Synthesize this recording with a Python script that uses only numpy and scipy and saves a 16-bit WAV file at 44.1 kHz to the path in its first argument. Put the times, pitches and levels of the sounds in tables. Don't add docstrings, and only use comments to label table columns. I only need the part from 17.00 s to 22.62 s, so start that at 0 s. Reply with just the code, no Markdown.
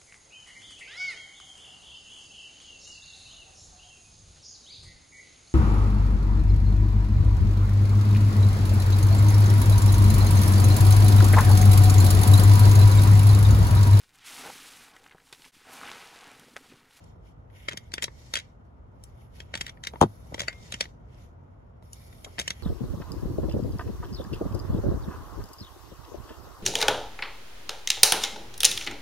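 import sys
import numpy as np
from scipy import signal
from scipy.io import wavfile
from scipy.ndimage import uniform_filter1d

SR = 44100
rng = np.random.default_rng(int(sys.argv[2]) if len(sys.argv) > 2 else 0)


def put_to_file(sound):
    columns = np.atleast_2d(sound).T
    safe = np.clip(columns, -1, 1)
    whole_steps = np.round(safe * 32767)
    wavfile.write(sys.argv[1], SR, whole_steps.astype(np.int16))


N = 248016

# first contact in seconds, level in dB before the group drive, thud in dB relative to it,
# hardness (extra brightness) in dB before the group shares, time for the rattle to reach its height in ms.
CLACKS = [(0.039, -65, -8, 5, 2.2), (0.499, -56, -23, -28, 1.4), (0.684, -16, -14.5, -23, 1.7),
          (0.6904, -33, -17, -6.5, 1.3), (0.7091, -33.5, -11, -19, 5.8), (.721, -33.5, -17, -14, .9),
          (0.731, -34.5, -5.5, -10, 1), (.772, -29, -15.5, -6.5, 1.84), (0.918, -40, -40, -11, 1.1),
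          (0.938, -23.5, -11, -4.5, 0.98), (0.9797, -23, -12.5, -24, 1.3), (1.0224, -21, -18.5, -8, 1.8),
          (1.0302, -31.5, -3, 2.5, 0.94), (1.04, -21.5, -12, -3.5, 1.56), (1.0795, -33.5, -2.5, -37, 1.3),
          (1.3372, -19, -14.5, -7.5, 1.7), (1.3541, -18.5, -20, -10, 1.1),
          (1.3652, -21.5, -21.5, -17, 0.66), (1.3718, -24, -14, -7.5, 0.46),
          (1.3874, -32.5, -26.5, -7, 1.2), (1.397, -35.5, -29, -11.5, 1.8), (2.0374, -60, -6, 15.5, 0.69),
          (2.402, -33, -10, -12, .75), (2.5391, -20.5, -11.5, -20.5, .8),
          (2.5522, -23.5, -11.5, -10.5, 0.92), (2.574, -33, -13, -8, 1.1), (2.609, -21.5, -14, -9.5, 1.8),
          (2.644, -47, -4, -27, 1.6), (2.6645, -29, -30, -10, 1.14), (2.6773, -37.5, -13, -15, 3.9),
          (2.6923, -34, -15, -11, 1.75), (2.7715, -46, -20, -39, 1.2), (2.837, -28.5, -26, -10, 0.68),
          (2.8482, -34.5, -37, -10, 1.9), (2.8701, -23, -17.5, -8.5, 1.07), (2.9351, -46, 8.5, -18, 0.37),
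          (2.957, -40, 4, -32, 1.05), (3.0131, -28.5, 3.5, 5.5, 0.32), (3.0234, -27.5, 6.5, -6, 0.98),
          (3.0304, -36, 6, -7, 2.1), (3.3424, -27, -2, -13.5, 1.4), (3.3788, -36, -1, -20, 1.5),
          (3.3946, -24, -29, -8.5, 0.41), (3.4029, -21.5, -12.5, -8, 1.2), (3.4167, -30, -3.5, -6, .9),
          (3.4321, -34, -11, -22, 1.2), (3.4412, -44, -11, -24, 1.2), (3.4814, -15.5, -14.5, -19.5, 0.82),
          (3.5268, -38.5, -17, -20, 1.6), (3.722, -28.5, -13.5, -4, 0.87), (3.7398, -26.5, -10, -9, 1.15),
          (3.8072, -16, -12.5, -8, 1.18), (3.8263, -32, -14, -15, 1.2), (3.839, -38, -15, -14, 1.5),
          (3.8541, -34, -11.5, -26, 1.2), (4.144, -61, 3, -6, 0.91), (4.824, -59, 9, -10, 1.08),
          (4.9308, -58.5, 0, 19.5, 0.84), (5.1253, -47, -21, -18.5, 2.2), (5.2446, -35.5, -7, -5.5, 2.03),
          (5.3827, -22.5, -10.5, -26.5, 0.93), (5.3896, -25, -7.5, -8.5, 1.2),
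          (5.3969, -23, -11, -2.5, .41), (5.4131, -30, -11.5, -7, .94), (5.477, -21, -14.5, -8.5, 1.63),
          (5.5038, -23, -13, -5, 1.32)]
# nominal pitch in Hz, typical level in dB
# within its group, undamped time to fall by 60 dB in seconds.
BODY_MODES = [
    [(194, -6, 0.024), (390, -6.5, 0.016), (600, 5, 0.011), (926, -7.5, 0.021), (1167, -2.5, 0.0092)],
    [(1540, -8, .009), (2012, 8, 0.0064), (2190, -5, 0.0052), (2370, -13, 0.0069)],
    [(3273, 2, 0.033), (3754, 0.5, .01), (4470, -9, 0.015)],
    [(5530, -6, 0.024), (6160, 2, 0.004), (7030, -4.5, 0.0059), (7220, -13, 0.015)],
    [(9430, -8, 0.00047), (10100, 3.5, .005), (11600, -9.5, 0.0029), (14600, -11.5, 0.0032)],
]
GROUP_DRIVE_DB = [-2, -7, -2, -0.5, -7.5]
GROUP_EDGES_HZ = [140, 1350, 2800, 5100, 8600, 15500]
HARDNESS_SHARE = [0.45, 0.96, 1.3]
# start in seconds, level in dB before the port gains.
LEVER_STRIKES = [(.685, -49), (.775, -56.5), (1.373, -63), (3.483, -42.5)]
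# start in seconds, level in dB before the port gains,
# first pitch in Hz, last pitch in Hz, decay in ms, shudder as a share from 0 to 1.
KNOCKS = [(.738, -40.5, 480, 190, 8, 0.6), (2.936, -38, 1040, 308, 9, .8), (3.009, -27, 804, 500, 3, .5),
          (3.0133, -4.5, 1153, 120, 5.4, 0.5), (3.0253, -10.5, 1185, 130, 5, 0.3),
          (3.0337, -15, 1113, 150, 4, .4), (3.0389, -17.5, 512, 130, 8, .2), (3.060, -40, 900, 497, 5, 0.5),
          (3.315, -46, 490, 153.5, 8, .3), (3.322, -36.5, 797, 86.5, 14, 0.34),
          (5.261, -44, 820, 400, 16, .99)]
# pitch in Hz, level in dB relative to the knock,
# time to fall by 60 dB in seconds.
STAND_MODES = [(106.6, -19, 0.23), (160.3, -12.5, 0.057), (203, -11, 0.095), (248, -9, 0.07),
               (346, -22.5, 0.091)]
# pitch in Hz, level in dB relative to the knock and before
# the band filter, time to fall by 60 dB in seconds.
SWAY_MODES = [(840, -5, .05), (1000, -13, .03), (470, -15, .035)]
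# time of full level in seconds, rise in seconds,
# hold in seconds, level in dB, low scrape in dB relative to the level, high hiss in dB relative to the level.
HISS_SPELLS = [(.001, .04, 0.1, -71.5, 3, -1), (.27, .08, 0.018, -70.5, 3.5, 0),
               (.56, 0.059, .11, -66, 10, 6), (.74, 0.069, 0.14, -71, 7.5, 2),
               (1.0, .1, 0.065, -61, 0, -7.5), (1.2, .2, .13, -59, -2.5, -5),
               (1.39, 0.11, .01, -56.5, 4.5, -11.5), (1.43, 0.041, .08, -76, 3, -6),
               (1.65, .02, 0.0017, -82, -1, 0), (2.05, 0.16, 0.052, -72.5, 2.5, 1),
               (2.2, 0.15, 0.035, -72.5, 6, 7.5), (2.36, .06, .04, -62, 3.5, 3),
               (2.6, 0.15, 0.078, -59.5, 6.5, 0.5), (3.0, .3, 0.54, -67, -1, 7),
               (3.43, 0.14, .005, -52.5, 3.5, -3), (3.66, .26, .19, -56.5, -0.5, -4.5),
               (4.12, 0.12, 0.084, -74.5, 8.5, -1), (4.2, 0.11, .04, -66.5, 3, 0.5),
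               (4.83, 0.01, 0.09, -73, 1, 9.5), (4.94, 0.043, 0.6, -62.5, -1, 6.5),
               (5.45, .2, .02, -57, 6, -3.5), (5.55, 0.077, .1, -63, 5, 4.5)]
# level in dB of scrape, middle and hiss.
REST_DB = [-81, -87.5, -87]
# frequency in Hz, relative density in dB per Hz.
RUB_COLOUR = [(880, -40), (1500, -6), (1720, -12.5), (2190, -2), (3150, -6.5), (5880, -4.5), (8660, -12.5),
              (9370, -20), (11400, -7), (12500, -18), (13000, -49), (14300, -20), (16000, -24.5)]
# frequency in Hz, relative density in dB per Hz.
RUMBLE_COLOUR = [(12, -58), (20, -38.5), (48, -1), (106, -3.5), (142, -12), (175, -11.5), (368, -25.5),
                 (405, -20), (478, -19.5), (1100, -26), (1950, -45.5), (2200, -55.5), (6000, -84.5),
                 (7800, -97), (13200, -120)]
# time in seconds, level in dB.
RUMBLE_LEVEL = [(0.0, -47.5), (.3, -49), (1.6, -49.5), (3.49, -46), (4.75, -49.5), (5.3, -47),
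                (5.62, -47.5)]
# frequency in Hz, correlation from -1 to 1 before the upper limit.
LIKENESS = [(60, 1), (180, 0.8), (550, -0.27), (1650, -0.29), (4970, 0.013), (15000, 0.51)]

LEVER_HZ, LEVER_T60_S = 2116, 0.37
PORT_LAG_S, PORT_TILT_DB = 0.00046, 0.6
SHARED = 0.7
ECHO_DB, ECHO_MS = -10, 12
LONGEST_T60_S = 0.016
HARD_CONTACT = 2.2
GLIDE_MS = 5.2
SWELL_DB = 20
SAG_DB_PER_S, RELEASE_DB_PER_S = 6, 232
SING_WANDER_DB = 3.5
MOST_ALIKE = 0.89
LOW_CUT_HZ, CUTOFF_HZ = 32, 16900


def from_db(db):
    return 10 ** (np.asarray(db) / 20)


def rms_one(x):
    return x / np.sqrt(np.mean(x ** 2) + 1e-20)


def at_hz(points, hz):
    curve_hz, value = np.transpose(points)
    return np.interp(np.log(hz), np.log(curve_hz), value)


def band_filter(order, edges_hz):
    return signal.butter(order, edges_hz, "band", fs=SR, output="sos")


def add(track, s, sound):
    i = round(s * SR)
    track[..., i:i + sound.shape[-1]] += sound[..., :N - i]


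def drift(rate_hz):
    r = np.exp(-80 * np.pi * rate_hz / SR)
    noise = rng.standard_normal(N // 40 + 2002)
    slow = signal.lfilter([1], [1, -2 * r, r * r], noise)[2000:]
    return np.interp(np.arange(N) / 40, np.arange(len(slow)), rms_one(slow))


def ring(force, hz, t60_s):
    r = from_db(-60 / (t60_s * SR))
    w = 2 * np.pi * hz / SR
    return signal.lfilter([0, np.sin(w)], [1, -2 * r * np.cos(w), r * r], force)


def later_right(x, lag_s):
    n = np.arange(N)
    left = x[0] * from_db(PORT_TILT_DB)
    right = np.interp(n - round(lag_s * SR), n, x[1]) / from_db(PORT_TILT_DB)
    return np.array([left, right])


def noise_bands(spectrum, lowest_hz, per_octave, count, patchy_db):
    edges = np.minimum(lowest_hz * 2 ** (np.arange(count + 1) / per_octave), 0.45 * SR)
    white = rng.standard_normal((2, 2, N))
    bands = []
    for k, (low, high) in enumerate(zip(edges, edges[1:])):
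        centre_hz = np.sqrt(low * high)
        mid, side = signal.sosfilt(band_filter(2, [low, high]), white[k % 2])
        alike = np.minimum(at_hz(LIKENESS, centre_hz), MOST_ALIKE)
        gain = from_db(at_hz(spectrum, centre_hz) + patchy_db * drift(21))
        bands.append(gain * (np.sqrt(1 + alike) * mid + np.sqrt(1 - alike) * side * [[1], [-1]]))
    return np.array(bands) / np.sqrt(np.mean(np.sum(bands, axis=0) ** 2))


def contact_force(ms, rattle_ms, creep_db, creep_ms):
    common = rng.standard_normal(len(ms))
    own = rng.standard_normal((2, len(ms)))
    before, after = np.minimum(ms, 0), np.maximum(ms, 0)
    age = after / rattle_ms
    rattle = age * np.exp(1 - age)
    rattle += from_db(creep_db) * np.exp(before / creep_ms - age)
    rattle += from_db(ECHO_DB) * np.exp(-after / ECHO_MS) * (ms > 0)
    hardest = np.argmax(rattle)
    common[hardest] += HARD_CONTACT * np.sign(common[hardest])
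    return rattle * (np.sqrt(SHARED) * common + np.sqrt(1 - SHARED) * own)


def strike_group(force, modes, band, longest_s, spread_db, detune):
    rung = np.zeros_like(force)
    chance = rng.standard_normal((len(modes), 2))
    for (hz, level_db, t60_s), (louder, sharper) in zip(modes, chance):
        tone = ring(force, hz * (1 + detune * sharper), min(t60_s, longest_s))
        rung += from_db(level_db + spread_db * louder) * tone
    rung = signal.sosfilt(band, rung)
    loudest = np.sqrt(uniform_filter1d(np.mean(rung ** 2, axis=0), size=88).max())
    return rung / loudest


def clacks(spread_db=4.5, detune=0.032, creep_db=-13, creep_ms=3.2):
    bright, thud = np.zeros((2, N)), np.zeros((2, N))
    ms = np.arange(-441, 2600) / SR * 1000
    bands = [band_filter(2, edges) for edges in zip(GROUP_EDGES_HZ, GROUP_EDGES_HZ[1:])]
    for s, db, thud_db, hard_db, rattle_ms in CLACKS:
        force = contact_force(ms, rattle_ms, creep_db, creep_ms)
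        colours_db = [thud_db, 0, *np.multiply(HARDNESS_SHARE, hard_db)]
        for k, (modes, colour_db, drive_db, band) in enumerate(zip(BODY_MODES, colours_db, GROUP_DRIVE_DB, bands)):
            track, longest_s = (thud, 1) if k == 0 else (bright, LONGEST_T60_S)
            rung = strike_group(force, modes, band, longest_s, spread_db, detune)
            add(track, s + ms[0] / 1000, from_db(db + colour_db + drive_db) * rung)
    return later_right(bright, PORT_LAG_S) + later_right(thud, PORT_LAG_S / 2)


def lever():
    clicks = np.full(N, 1e-18)
    for s, db in LEVER_STRIKES:
        clicks[round(s * SR)] = from_db(db)
    port_gains = from_db([[1], [-1]])
    return ring(clicks, LEVER_HZ, LEVER_T60_S) * port_gains


def knocks(lag_s=0.000097):
    out = np.zeros((2, N))
    shakes = np.full(N, 1e-18)
    ms = np.arange(4096) / SR * 1000
    shudder_band = band_filter(4, [180, 1350])
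    for s, db, first_hz, last_hz, decay_ms, rough in KNOCKS:
        hz = last_hz + (first_hz - last_hz) * np.exp(-(ms / GLIDE_MS) ** 1.4)
        swell = (1 - np.exp(-ms / 0.78)) * np.exp(-ms / decay_ms)
        wave = swell / swell.max() * np.sin(2 * np.pi * np.cumsum(hz) / SR)
        shudder = rms_one(signal.sosfilt(shudder_band, rng.standard_normal((2, len(ms)))))
        shudder *= (1 - np.exp(-ms / 5.3)) * np.exp(-ms / (1.2 * decay_ms))
        add(out, s, from_db(db) * (wave + rough * shudder))
        shakes[round((s + 0.004) * SR)] = from_db(db)
    hum = sum(from_db(db) * ring(shakes, hz, t60_s) for hz, db, t60_s in STAND_MODES)
    early_shakes = np.roll(shakes, -150)
    sway = sum(from_db(db) * ring(early_shakes, hz, t60_s) for hz, db, t60_s in SWAY_MODES)
    sway = signal.sosfilt(band_filter(2, [400, 1200]), sway)
    port_gains = from_db([[1.1], [-1.1]])
    return later_right(out, lag_s) * port_gains + hum + sway * np.array([[1], [-1]])


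def rubbing(grit_db=1.0, sing_db=-5, sing_t60_s=0.022):
    scrape, middle, hiss = hiss_spells()
    bands = noise_bands(RUB_COLOUR, 1500, per_octave=4, count=14, patchy_db=1.5)
    mix = scrape * bands[:5].sum(axis=0)
    mix += middle * bands[5:10].sum(axis=0)
    mix += hiss * bands[10:].sum(axis=0)
    sung = np.zeros((2, N))
    for modes in BODY_MODES[1:4]:
        for hz, _, _ in modes:
            sung += ring(mix, hz, sing_t60_s) * from_db(SING_WANDER_DB * drift(2))
    mix = mix + from_db(sing_db) * rms_one(sung) * np.sqrt(np.mean(mix ** 2))
    return from_db(grit_db * drift(70)) * mix


def hiss_spells():
    power = from_db(REST_DB)[:, None] ** 2
    for s, rise_s, hold_s, db, scrape_db, hiss_db in HISS_SPELLS:
        t = np.arange(N) / SR - s
        shape_db = np.minimum(t, 0) * SWELL_DB / rise_s
        shape_db -= SAG_DB_PER_S * np.clip(t, 0, hold_s)
        shape_db -= RELEASE_DB_PER_S * np.maximum(t - hold_s, 0)
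        colour_db = np.array([[scrape_db], [0], [hiss_db]])
        power = power + from_db(np.maximum(shape_db, -99) + db + colour_db) ** 2
    return np.sqrt(power)


def traffic():
    s, level_db = np.transpose(RUMBLE_LEVEL)
    rumble = noise_bands(RUMBLE_COLOUR, 22, per_octave=2, count=16, patchy_db=0.6).sum(axis=0)
    return from_db(np.interp(np.arange(N) / SR, s, level_db)) * rumble


def scene():
    return clacks() + lever() + knocks() + rubbing() + traffic()


def record(dry):
    thinned = signal.sosfilt(signal.butter(2, LOW_CUT_HZ, "high", fs=SR, output="sos"), dry)
    rounded = 1.193 * np.tanh(thinned / 1.23)
    return signal.sosfilt(signal.cheby2(12, 70, CUTOFF_HZ, fs=SR, output="sos"), rounded)


dry = scene()
out = record(dry)
put_to_file(out)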